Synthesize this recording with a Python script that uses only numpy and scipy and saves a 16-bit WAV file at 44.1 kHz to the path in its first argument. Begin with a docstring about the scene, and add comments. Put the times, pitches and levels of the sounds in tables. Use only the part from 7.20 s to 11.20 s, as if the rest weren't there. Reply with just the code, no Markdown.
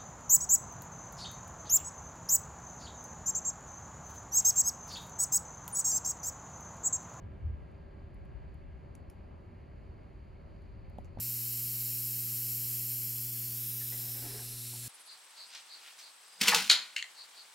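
"""A quiet winter marina

Far traffic and machinery rumble across the water, with a faint hum and a thin, fading whine. Light air buffets
the microphone openings, and a deep swell passes near the start. Tiny ticks sound close by, perhaps thawing ice.
Near the end a hand bumps the camera twice, the first bump with a sharp crack, and brushes it."""
import sys
import numpy as np
from scipy import signal
from scipy.fft import rfft, irfft, next_fast_len
from scipy.io import wavfile
from scipy.ndimage import map_coordinates

SR = 44100
rng = np.random.default_rng(int(sys.argv[2]) if len(sys.argv) > 2 else 0)


def log_audio(samples):
    """Write samples as a 16-bit WAV file to the path given in sys.argv[1]."""
    # one column per channel
    frames = np.atleast_2d(samples).T
    # limit to full scale, then quantise
    limited = np.clip(frames, -1, 1)
    pcm = np.round(limited * 32767).astype(np.int16)
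    wavfile.write(sys.argv[1], SR, pcm)


N = 176400
T = np.arange(N) / SR


def amp(db):
    """Turn decibels into a number to multiply by."""
    return 10 ** (np.asarray(db) / 20)


def unit(x):
    """Scale a sound to an average strength (rms) of 1."""
    return x / np.sqrt(np.mean(x ** 2) + 1e-20)


def along(points, hz):
    """Read between (pitch [Hz], value) points on a log pitch scale."""
    pitches, values = np.transpose(points)
    return np.interp(np.log(hz + 1), np.log(pitches + 1), values)


def curve(rows):
    """Join (time [s], value) points into one value per sample."""
    return np.interp(T, *np.transpose(rows))


def wobble(rate):
    """A smooth curve through `rate` random values a second."""
    return map_coordinates(rng.standard_normal(400), [T * rate + 2], mode="wrap")


def filtered(x, response):
    """Multiply each frequency in x by response(hz)."""
    size = next_fast_len(N + 8192)
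    return irfft(rfft(x, size) * response(np.fft.rfftfreq(size, 1 / SR)), size)[..., :N]


def rush(spectrum, alike):
    """Stereo noise from (pitch [Hz], level [dB]) and (pitch [Hz], left-right likeness [1 = same])."""
    def response(hz):
        spread = np.arccos(np.clip(along(alike, hz), -1, 1)) / 2
        return amp(along(spectrum, hz)) * [np.cos(spread), np.sin(spread)]
    mid, side = filtered(rng.standard_normal((2, N)), response)
    return unit(np.array([mid + side, mid - side]))


def traffic():
    """Far traffic rumbles: the bass holds steady while the higher part drifts in level."""
    # tone of the rumble (pitch [Hz], level [dB])
    spectrum = [(20, -9.5), (57, -2), (76, -5.5), (100, -7.5), (140, -11), (241, -16.5), (273, -21),
                (378, -19.5), (420, -24), (500, -24.5), (565, -19), (690, -25.5), (1000, -28.5),
                (1400, -35), (1820, -68), (3080, -120)]
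    # how alike left and right are (pitch [Hz], likeness [-1 to 1])
    alike = [(60, 1), (150, 0.96), (300, 0.5), (560, -0.004), (1050, -0.45), (1400, 0.27)]
    # drift above the bass (time [s], level [dB])
    drift = [(0, 0.5), (.42, 1.5), (.48, 2.5), (.56, 1.5), (.64, -0.5), (1.7, 0), (1.8, 1), (1.92, 0.5),
             (3.15, -0.5)]
    roar = rush(spectrum, alike)
    bass = filtered(roar, lambda hz: 1 / (1 + (hz / 170) ** 4))
    upper = (roar - bass) * amp(curve(drift) + 0.91 * wobble(5.3))
    return amp(-50) * (bass + upper)


def traffic_hiss():
    """Three bands of far hiss waver above the rumble."""
    # tone of the main hiss (pitch [Hz], level [dB])
    main_tone = [(760, -24), (1300, -14.5), (1500, -6.5), (1560, -3), (1890, -4), (2170, -2.5),
                 (3110, -11.5), (3380, -21), (4680, -34.5), (7920, -120)]
    # its loudness (time [s], level [dB])
    main_level = [(0.05, -71.5), (3.53, -73), (3.67, -71), (3.7, -72.5)]
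    # tone of the faint top hiss (pitch [Hz], level [dB])
    top_tone = [(2500, -37), (3500, -6.5), (5400, -17), (7200, -14.5), (8300, -18.5), (13400, -20),
                (14300, -44)]
    # its loudness (time [s], level [dB])
    top_level = [(0, -87.5), (4, -86.5)]
    # tone of a narrow, surging hiss (pitch [Hz], level [dB])
    surge_tone = [(3000, -40), (3900, -9), (4450, 0), (4800, -3), (5800, -50)]
    # its loudness (time [s], level [dB])
    surge_level = [(.3, -89), (.58, -84), (1.15, -85.5), (1.33, -83.5), (1.47, -88), (1.75, -83.5),
                   (2.2, -86.5), (2.7, -83), (2.9, -84.5), (3.5, -81.5)]
    main = amp(curve(main_level) + 0.54 * wobble(6)) * rush(main_tone, [(1300, 0.38), (2000, 1.0)])
    top = amp(curve(top_level) + 0.73 * wobble(9.9)) * rush(top_tone, [(8000, 0.82)])
    surge = amp(curve(surge_level)) * rush(surge_tone, [(4500, 0.81)])
    return main + top + surge


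def far_tone(hz, width_hz):
    """A tone that flutters on its way here; more width blurs its pitch more."""
    wave = np.sin(2 * np.pi * hz * T + wobble(width_hz))
    flutter_db = 1.5 * wobble(14)
    return unit(wave * amp(flutter_db))


def machinery():
    """Far machines hum steadily while their whine dies down, its highest tone fastest."""
    # tones of the hum (pitch [Hz], level [dB], width [Hz])
    hum_tones = [(79, -58, 14), (301.5, -73, 6), (392.5, -71, 3), (379, -75, 6), (338, -78, 6)]
    # tones of the whine (pitch [Hz], level [dB], fade multiplier)
    whine_tones = [(1615, -77.5, 1), (1681, -84, .7), (1767, -87, .3), (3530, -93, 1.8)]
    # fade of the whine (time [s], level [dB])
    fade = [(0, 0), (1.4, -1.5), (1.9, -7), (4, -10)]
    hum = sum(amp(db) * far_tone(hz, width) for hz, db, width in hum_tones)
    whine = sum(amp(db + share * curve(fade)) * far_tone(hz, width_hz=4.6)
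                for hz, db, share in whine_tones)
    return hum + whine


def wind():
    """Lumps of moving air hit each microphone opening differently."""
    # strength of the gusts (time [s], level [dB])
    gusts = [(0, -67), (.21, -61.5), (.25, -46), (.45, -50.5), (.68, -64), (.95, -50.5), (1.19, -49.5),
             (1.32, -53.5), (1.72, -53.5), (2.2, -60.5), (2.8, -58.5), (3.02, -60.5), (3.35, -54.5),
             (3.7, -52)]
    # their deep tone (pitch [Hz], level [dB])
    spectrum = [(20, -15), (50, 3.5), (72, 5.5), (100, -2.5), (220, -22), (500, -62.5), (1000, -130)]
    lumps = amp(1.7 * np.array([wobble(15), wobble(12)]))
    return amp(curve(gusts)) * unit(lumps * rush(spectrum, alike=[(60, 0.009)]))


def low_swell():
    """A deep boom in the traffic rises and falls in the first half second."""
    # loudness of the boom (time [s], level [dB])
    level = [(0, -62), (.04, -39.5), (.12, -50), (.23, -45.5), (.255, -32.5), (.29, -39), (.33, -36),
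             (.42, -56.5), (.5, -89)]
    # its tone (pitch [Hz], level [dB])
    spectrum = [(20, -29), (50, -12.5), (72, 7), (92, 1), (130, -11), (200, -29), (800, -130)]
    return amp(curve(level)) * rush(spectrum, alike=[(80, 0.97)])


def ticks():
    """Tiny snaps, perhaps thawing ice, plus the sharp crack of the hand's first bump at 3.784 s: bursts of
    bright noise with a faint tail."""
    # ticks (time [s], level [dB], time to fade 60 dB [s], pitch [Hz], left minus right [dB])
    events = [(.516, -74.5, 0.011, 10500, 0), (.944, -70, 0.02, 10900, 0), (1.052, -71.5, .012, 9000, 0),
              (1.3435, -68, 0.01, 9500, 3), (1.752, -50, 0.012, 8600, 1), (1.8991, -53.5, 0.006, 5330, 4),
              (1.9012, -48, 0.0038, 11500, 0), (3.421, -72, .01, 10000, 0),
              (3.699, -62, 0.0039, 15500, 0.5), (3.784, -52, .003, 11800, 0),
              (3.8461, -56.5, 0.0064, 6400, -1), (3.853, -71, .07, 6440, 1)]
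    # tone that all ticks share (pitch [Hz], level [dB])
    spectrum = [(800, -8), (2500, 7), (4000, -11.5), (7200, -1), (8500, -2), (10500, -5.5), (14500, -5),
                (15600, -18)]
    rise_s, tail_db, tail_fade_s = .00015, -25, 0.17
    boost_db, width_octaves = 11.5, 0.71  # a lift around each tick's own pitch
    out = np.zeros((2, N))
    for start, db, fade_s, centre_hz, pan_db in events:
        def colour(hz):
            octaves = np.log2((hz + 1) / centre_hz)
            return amp(along(spectrum, hz) + boost_db * np.exp(-(octaves / width_octaves) ** 2))
        age = np.maximum(T - start, 0)
        rise = 1 - np.exp(-age / rise_s)
        fade = amp(-60 * age / fade_s) + amp(tail_db - 60 * age / tail_fade_s)
        snap = rise * fade * unit(filtered(rng.standard_normal(N), colour))
        out += amp([[db + pan_db / 2], [db - pan_db / 2]]) * snap
    return out


def ring(age, hz, fade_s):
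    """One tone of a struck object, falling 60 dB in fade_s seconds."""
    return amp(-60 * age / fade_s) * np.sin(2 * np.pi * hz * age)


def bumps():
    """Two soft bumps of a hand make the camera's case ring, rock and snap."""
    # bumps (time [s], knock [dB], low thump [dB], snap [dB])
    events = [(3.7838, -32, -38, -48.5), (3.9711, -35.5, -31.5, -69)]
    # tones of the case (pitch [Hz], level [dB], time to fade 60 dB [s])
    case_tones = [(199, 0, 0.027), (557, -5.5, 0.024), (743, -2, 0.021), (867, -3, 0.011)]
    knock_rise_s, thump_rise_s, snap_delay_s = 0.00051, 0.015, 0.0007
    knocks, thumps, snaps = np.zeros((3, N))
    for start, knock_db, thump_db, snap_db in events:
        age = np.maximum(T - start, 0)
        # neighbouring tones start in opposite directions
        case = sum((-1) ** k * amp(db + rng.normal(0, 1)) * ring(age, hz, fade_s)
                   for k, (hz, db, fade_s) in enumerate(case_tones))
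        knocks += amp(knock_db) * case * (1 - np.exp(-age / knock_rise_s))
        thumps += amp(thump_db) * ring(age, hz=110, fade_s=0.11) * (1 - np.exp(-age / thump_rise_s))
        snaps += amp(snap_db) * ring(np.maximum(age - snap_delay_s, 0), hz=3200, fade_s=0.0024)
    soften = signal.butter(N=6, Wn=1070, fs=SR, output="sos")  # cuts the treble
    return signal.sosfilt(soften, knocks) + thumps + snaps


def brush():
    """A finger rubs the case, making a sudden dull rustle."""
    # tone of the rub (pitch [Hz], level [dB])
    spectrum = [(30, 28), (90, 39.5), (300, 23.5), (1000, 14), (1900, 0.5), (5000, -2), (8000, -19),
                (10000, -5), (15000, -23)]
    start_s, rise_s = 3.985, 0.00086
    rise = np.clip((T - start_s) / rise_s, 0, 1)
    return amp(-43.5) * rise * rush(spectrum, alike=[(3000, 0.5)])


def scene():
    """Mix the far sounds, a touch to the right, with the wind, more to the left, and the near sounds."""
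    far = (traffic() + traffic_hiss() + machinery() + low_swell()) * amp([[-.15], [.15]])
    return far + wind() * amp([[2], [-2]]) + ticks() + bumps() + brush()


def record(dry):
    """The two microphone openings are slightly out of step; the camera cuts the lowest and top sounds."""
    # how far the left wave runs ahead of the right (pitch [Hz], phase [radians])
    left_lead = [(0, 0), (350, -.2), (700, -1.1), (1050, -.9), (1700, .2), (6400, .3), (7200, 1),
                 (8400, 3.1), (15400, 12.4)]
    low_cut_hz, top_hz = 22, 15800

    def response(hz):
        phase = np.interp(hz, *np.transpose(left_lead))
        shift = np.exp(.5j * np.outer([1, -1], phase))
        low_cut = 1 - 1 / (1 + (hz / low_cut_hz) ** 10)
        high_cut = np.clip((top_hz - hz) / 400, 0, 1)
        return shift * low_cut * high_cut
    return filtered(dry, response)


dry = scene()
out = record(dry)
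log_audio(out)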